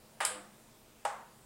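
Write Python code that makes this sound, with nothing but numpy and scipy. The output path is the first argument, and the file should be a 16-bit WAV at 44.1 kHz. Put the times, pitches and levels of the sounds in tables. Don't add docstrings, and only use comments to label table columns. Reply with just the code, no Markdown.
import sys
import numpy as np
from scipy import signal
from scipy.io import wavfile

SR = 44100
rng = np.random.default_rng(int(sys.argv[2]) if len(sys.argv) > 2 else 0)


def unload_audio(sound):
    columns = np.transpose(np.atleast_2d(sound))
    steps = np.round(np.clip(columns, -1, 1) * 32767)
    wavfile.write(sys.argv[1], SR, steps.astype(np.int16))


def boost(x):
    u = np.asarray(x, float) / 20
    return 10 ** u


N = 63945
T_S = np.arange(N) / SR
BAND_EDGES_HZ = 20 * 2 ** (np.arange(40) / 4)

# t/s, tail level/dB, crack level/dB, case ring level/dB, crack t60/s
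CLICKS = [
    (.2042, -31.5, -31.5, -39, 0.0088),
    (0.25, -34, -28.5, -54.5, .015),
    (1.0504, -36, -36, -39, 0.031),
]
# delay/s, level/dB
BOUNCES = [
    [(0, -2), (.002, -1), (.0042, -0.5), (.006, -2)],
    [(0, -7), (.0007, 1), (.003, 1), (.004, -3)],
    [(0, -2), (.0018, 4), (.005, -1.5), (.0075, -8)],
]
# f/Hz, level/dB
CLOSE_COLOUR = [(250, -14.5), (530, -8.5), (1670, -4.5), (3500, -12.5), (5500, -24.5), (9660, -17),
                (12000, -55), (16000, -22)]
TICK_COLOUR = [(700, -46), (3100, -8), (5000, -9.5), (6300, -37), (8200, 1), (11000, -7), (12600, -27),
               (15000, -17)]
OPEN_COLOUR = [(250, -30), (520, -11), (940, -5), (1600, -11.5), (2500, -20.5), (4500, -27), (8000, -26),
               (16000, -43)]
# f/Hz, t60/s, closing level/dB, tick level/dB, opening level/dB
KNOCK_MODES = [(587, 0.029, -39.5, -46, -29.5), (875, 0.014, -22.5, -64, -26),
               (1710, 0.0066, -22.5, -63, -42), (2910, 0.015, -34.5, -44, -43),
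               (5000, 0.0047, -36, -25, -37.5), (8510, 0.0048, -33.5, -20, -41.5),
               (10500, 0.0069, -39.5, -33, -46)]
# f/Hz, level/dB, t60/s
CASE_MODES = [(550.2, -2.5, 0.39), (621, -13.5, 0.48), (681, -11, 0.39), (815, 6, 0.23), (860, -3.5, 0.43),
              (935, 1, 0.4), (1032, -11.5, 0.49), (1229, -1, 0.5), (1237, -12, 0.25), (1432, 4, 0.08),
              (1650, -9, 0.24), (1877, 3, 0.16), (2222, -3.5, 0.085), (2770, -13, .1)]
# f/Hz, level/dB, t60/s
METAL_MODES = [(3100, -3.5, 0.32), (5210, -5, 0.19), (8050, -12, 0.22), (8040, -1, 0.33), (7960, 4, 0.29),
               (8700, -1, .2), (9600, -14, 0.092)]
# f/Hz, t60/s
ROOM_T60 = [(300, 0.32), (700, 0.66), (1500, 0.55), (3000, 0.4), (6000, 0.41), (9000, 0.33), (14000, 0.13)]
# multiple of COIL_HZ, level/dB, swell start t/s, time to peak/s
HUM = [(1, -69.5, .26, 0.042), (2, -58, 0.21, 0.15), (3, -61.5, 0.315, 0.068), (3.45, -65.5, 0.25, 0.12),
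       (4, -58.5, 0.232, 0.055), (5.04, -52.5, .26, 0.083), (6, -63, 0.267, 0.088), (7, -60, 0.33, 0.051),
       (9, -59.5, 0.2, 0.12), (12, -64.5, 0.25, 0.09)]
# f/Hz, level/dB
FLOOR = [(20, -4.5), (60, -8), (170, -8), (300, -7.5), (950, -11.5), (1500, -16.5), (6000, -22.5),
         (16000, -22.5)]
# f/Hz, width/Hz, level/dB
DRONES = [(119.46, 2.6, -73.5), (144.4, 1, -76), (221.4, 7.5, -69), (349.3, 5.6, -83.5), (501.5, 19, -79.5),
          (631, 7.8, -76)]
# f/Hz, width/Hz, level/dB
TONE_PEAKS = [(4230, 290, -1.5), (6200, 1500, -1.5), (8200, 3000, 4.5), (12240, 1700, -8), (15300, 1100, -7)]

METAL_DB, KNOCK_DB = -38.5, 4
OPEN_TILT_DB_PER_OCTAVE = -7
CASE_LOW_CUT_HZ = 426
ROOM_BUILD_S = 0.0044
COIL_HZ = 100.85
HUM_WAVER_DB, HUM_WAVER_HZ, HUM_SHARPNESS = 3.5, 6.7, 3.5
FLOOR_DB, FLOOR_PATCHY_DB, FLOOR_PATCHY_HZ = -60.5, 1.47, 3.6
CUTOFF_HZ = 15900


def rms_one(x):
    return x / np.sqrt(np.mean(x ** 2) + 1e-20)


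def at_hz(points, hz):
    table_hz, values = np.array(points).T
    return np.interp(np.log(hz), np.log(table_hz), values)


def drift(rate_hz):
    r = np.exp(-80 * np.pi * rate_hz / SR)
    noise = rng.standard_normal(N // 40 + 2002)
    slow = signal.lfilter([1], [1, -2 * r, r * r], noise)[2000:]
    return np.interp(np.arange(N) / 40, np.arange(len(slow)), rms_one(slow))


def ring(hits, hz, t60_s):
    r, w = boost(-60 / (t60_s * SR)), 2 * np.pi * hz / SR
    return signal.lfilter([0, np.sin(w)], [1, -2 * r * np.cos(w), r * r], hits + 1e-18)


def dying(age_s, t60_s):
    return (age_s >= 0) * boost(-60 * np.maximum(age_s, 0) / t60_s)


def bank():
    bands = []
    for low, high in zip(BAND_EDGES_HZ, BAND_EDGES_HZ[1:]):
        sos = signal.butter(2, [low, high], "band", fs=SR, output="sos")
        bands.append((sos, np.sqrt(low * high)))
    return bands


def relay():
    out = struck(METAL_MODES, CLICKS[1][0], BOUNCES[1], METAL_DB, 0)
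    colours = CLOSE_COLOUR, TICK_COLOUR, OPEN_COLOUR
    tilts_db = 0, 0, OPEN_TILT_DB_PER_OCTAVE
    for k, (row, bounces, colour, tilt_db) in enumerate(zip(CLICKS, BOUNCES, colours, tilts_db)):
        start_s, case_db = row[0], row[3]
        knock_modes = [(hz, levels_db[k], t60_s) for hz, t60_s, *levels_db in KNOCK_MODES]
        out = out + click(row, bounces, colour)
        out = out + struck(CASE_MODES, start_s, bounces, case_db, tilt_db)
        out = out + struck(knock_modes, start_s, bounces, KNOCK_DB, 0)
    low_cut = signal.butter(4, CASE_LOW_CUT_HZ, "high", fs=SR, output="sos")
    return signal.sosfilt(low_cut, out)


def click(row, bounces, colour):
    start_s, tail_db, crack_db, _, crack_t60_s = row
    age_s = T_S - start_s
    white, bands = rng.standard_normal((2, N)), bank()
    bounce_t60_s = max(crack_t60_s, .002) / 4
    crack = boost(crack_db) * sum(boost(db) * dying(age_s - lag_s, bounce_t60_s) for lag_s, db in bounces)
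    crack = crack + boost(crack_db - 3) * dying(age_s, crack_t60_s)
    build = 1 - np.exp(-np.maximum(age_s, 0) / ROOM_BUILD_S)
    out, power = 0, 0
    for k, (sos, hz) in enumerate(bands):
        gain = boost(at_hz(colour, hz))
        power += gain ** 2 * hz * .35 / SR
        if hz > 200:
            tail = boost(tail_db) * build * dying(age_s, at_hz(ROOM_T60, hz))
            out = out + gain * signal.sosfilt(sos, 1e-18 + white[k % 2] * (crack + tail))
    return out / np.sqrt(power)


def struck(modes, start_s, bounces, level_db, tilt_db):
    out = 0
    for hz, db, t60_s in modes:
        hits = np.zeros(N)
        mode_db = level_db + db - 6.5 + tilt_db * np.log2(hz / 1000)
        for lag_s, hit_db in bounces:
            strength = boost(mode_db + hit_db + rng.normal(0, 2.3))
            hits[int((start_s + lag_s) * SR)] = strength * rng.choice([-1, 1])
        out = out + ring(hits, hz, t60_s)
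    return out


def coil():
    out = 0
    for multiple, db, start_s, rise_s in HUM:
        x = np.maximum(T_S - start_s, 0) / rise_s
        swell = (x * np.exp(1 - x)) ** HUM_SHARPNESS
        level = np.sqrt(2) * boost(db + HUM_WAVER_DB * drift(HUM_WAVER_HZ))
        phase = 2 * np.pi * (multiple * COIL_HZ * T_S + rng.random())
        out = out + level * swell * np.sin(phase)
    return out


def room_tone():
    white = rng.standard_normal((2, 2 * N))
    hiss, drones = 0, 0
    for k, (sos, hz) in enumerate(bank()):
        level = boost(at_hz(FLOOR, hz) + FLOOR_PATCHY_DB * drift(FLOOR_PATCHY_HZ))
        hiss = hiss + level * signal.sosfilt(sos, white[k % 2])[N:]
    for hz, width_hz, db in DRONES:
        drone = ring(rng.standard_normal(2 * N), hz, 1.9 / width_hz)[N:]
        drones = drones + boost(db) * rms_one(drone)
    return boost(FLOOR_DB) * rms_one(hiss) + drones


def scene():
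    return (relay() + coil() + room_tone())[None]


def band_limit(x):
    return signal.sosfilt(signal.butter(12, 16500, fs=SR, output="sos"), x)


def record(dry):
    for hz, width_hz, db in TONE_PEAKS:
        a, w = boost(db / 2), 2 * np.pi * hz / SR
        q = np.sin(w) * width_hz / hz / 2
        middle = -2 * np.cos(w)
        dry = signal.lfilter([1 + q * a, middle, 1 - q * a], [1 + q / a, middle, 1 - q / a], dry)
    top_cut = signal.ellip(8, .5, 28, CUTOFF_HZ, fs=SR, output="sos")
    mix = signal.sosfilt(top_cut, dry)
    return band_limit(mix)


dry = scene()
out = record(dry)
unload_audio(out)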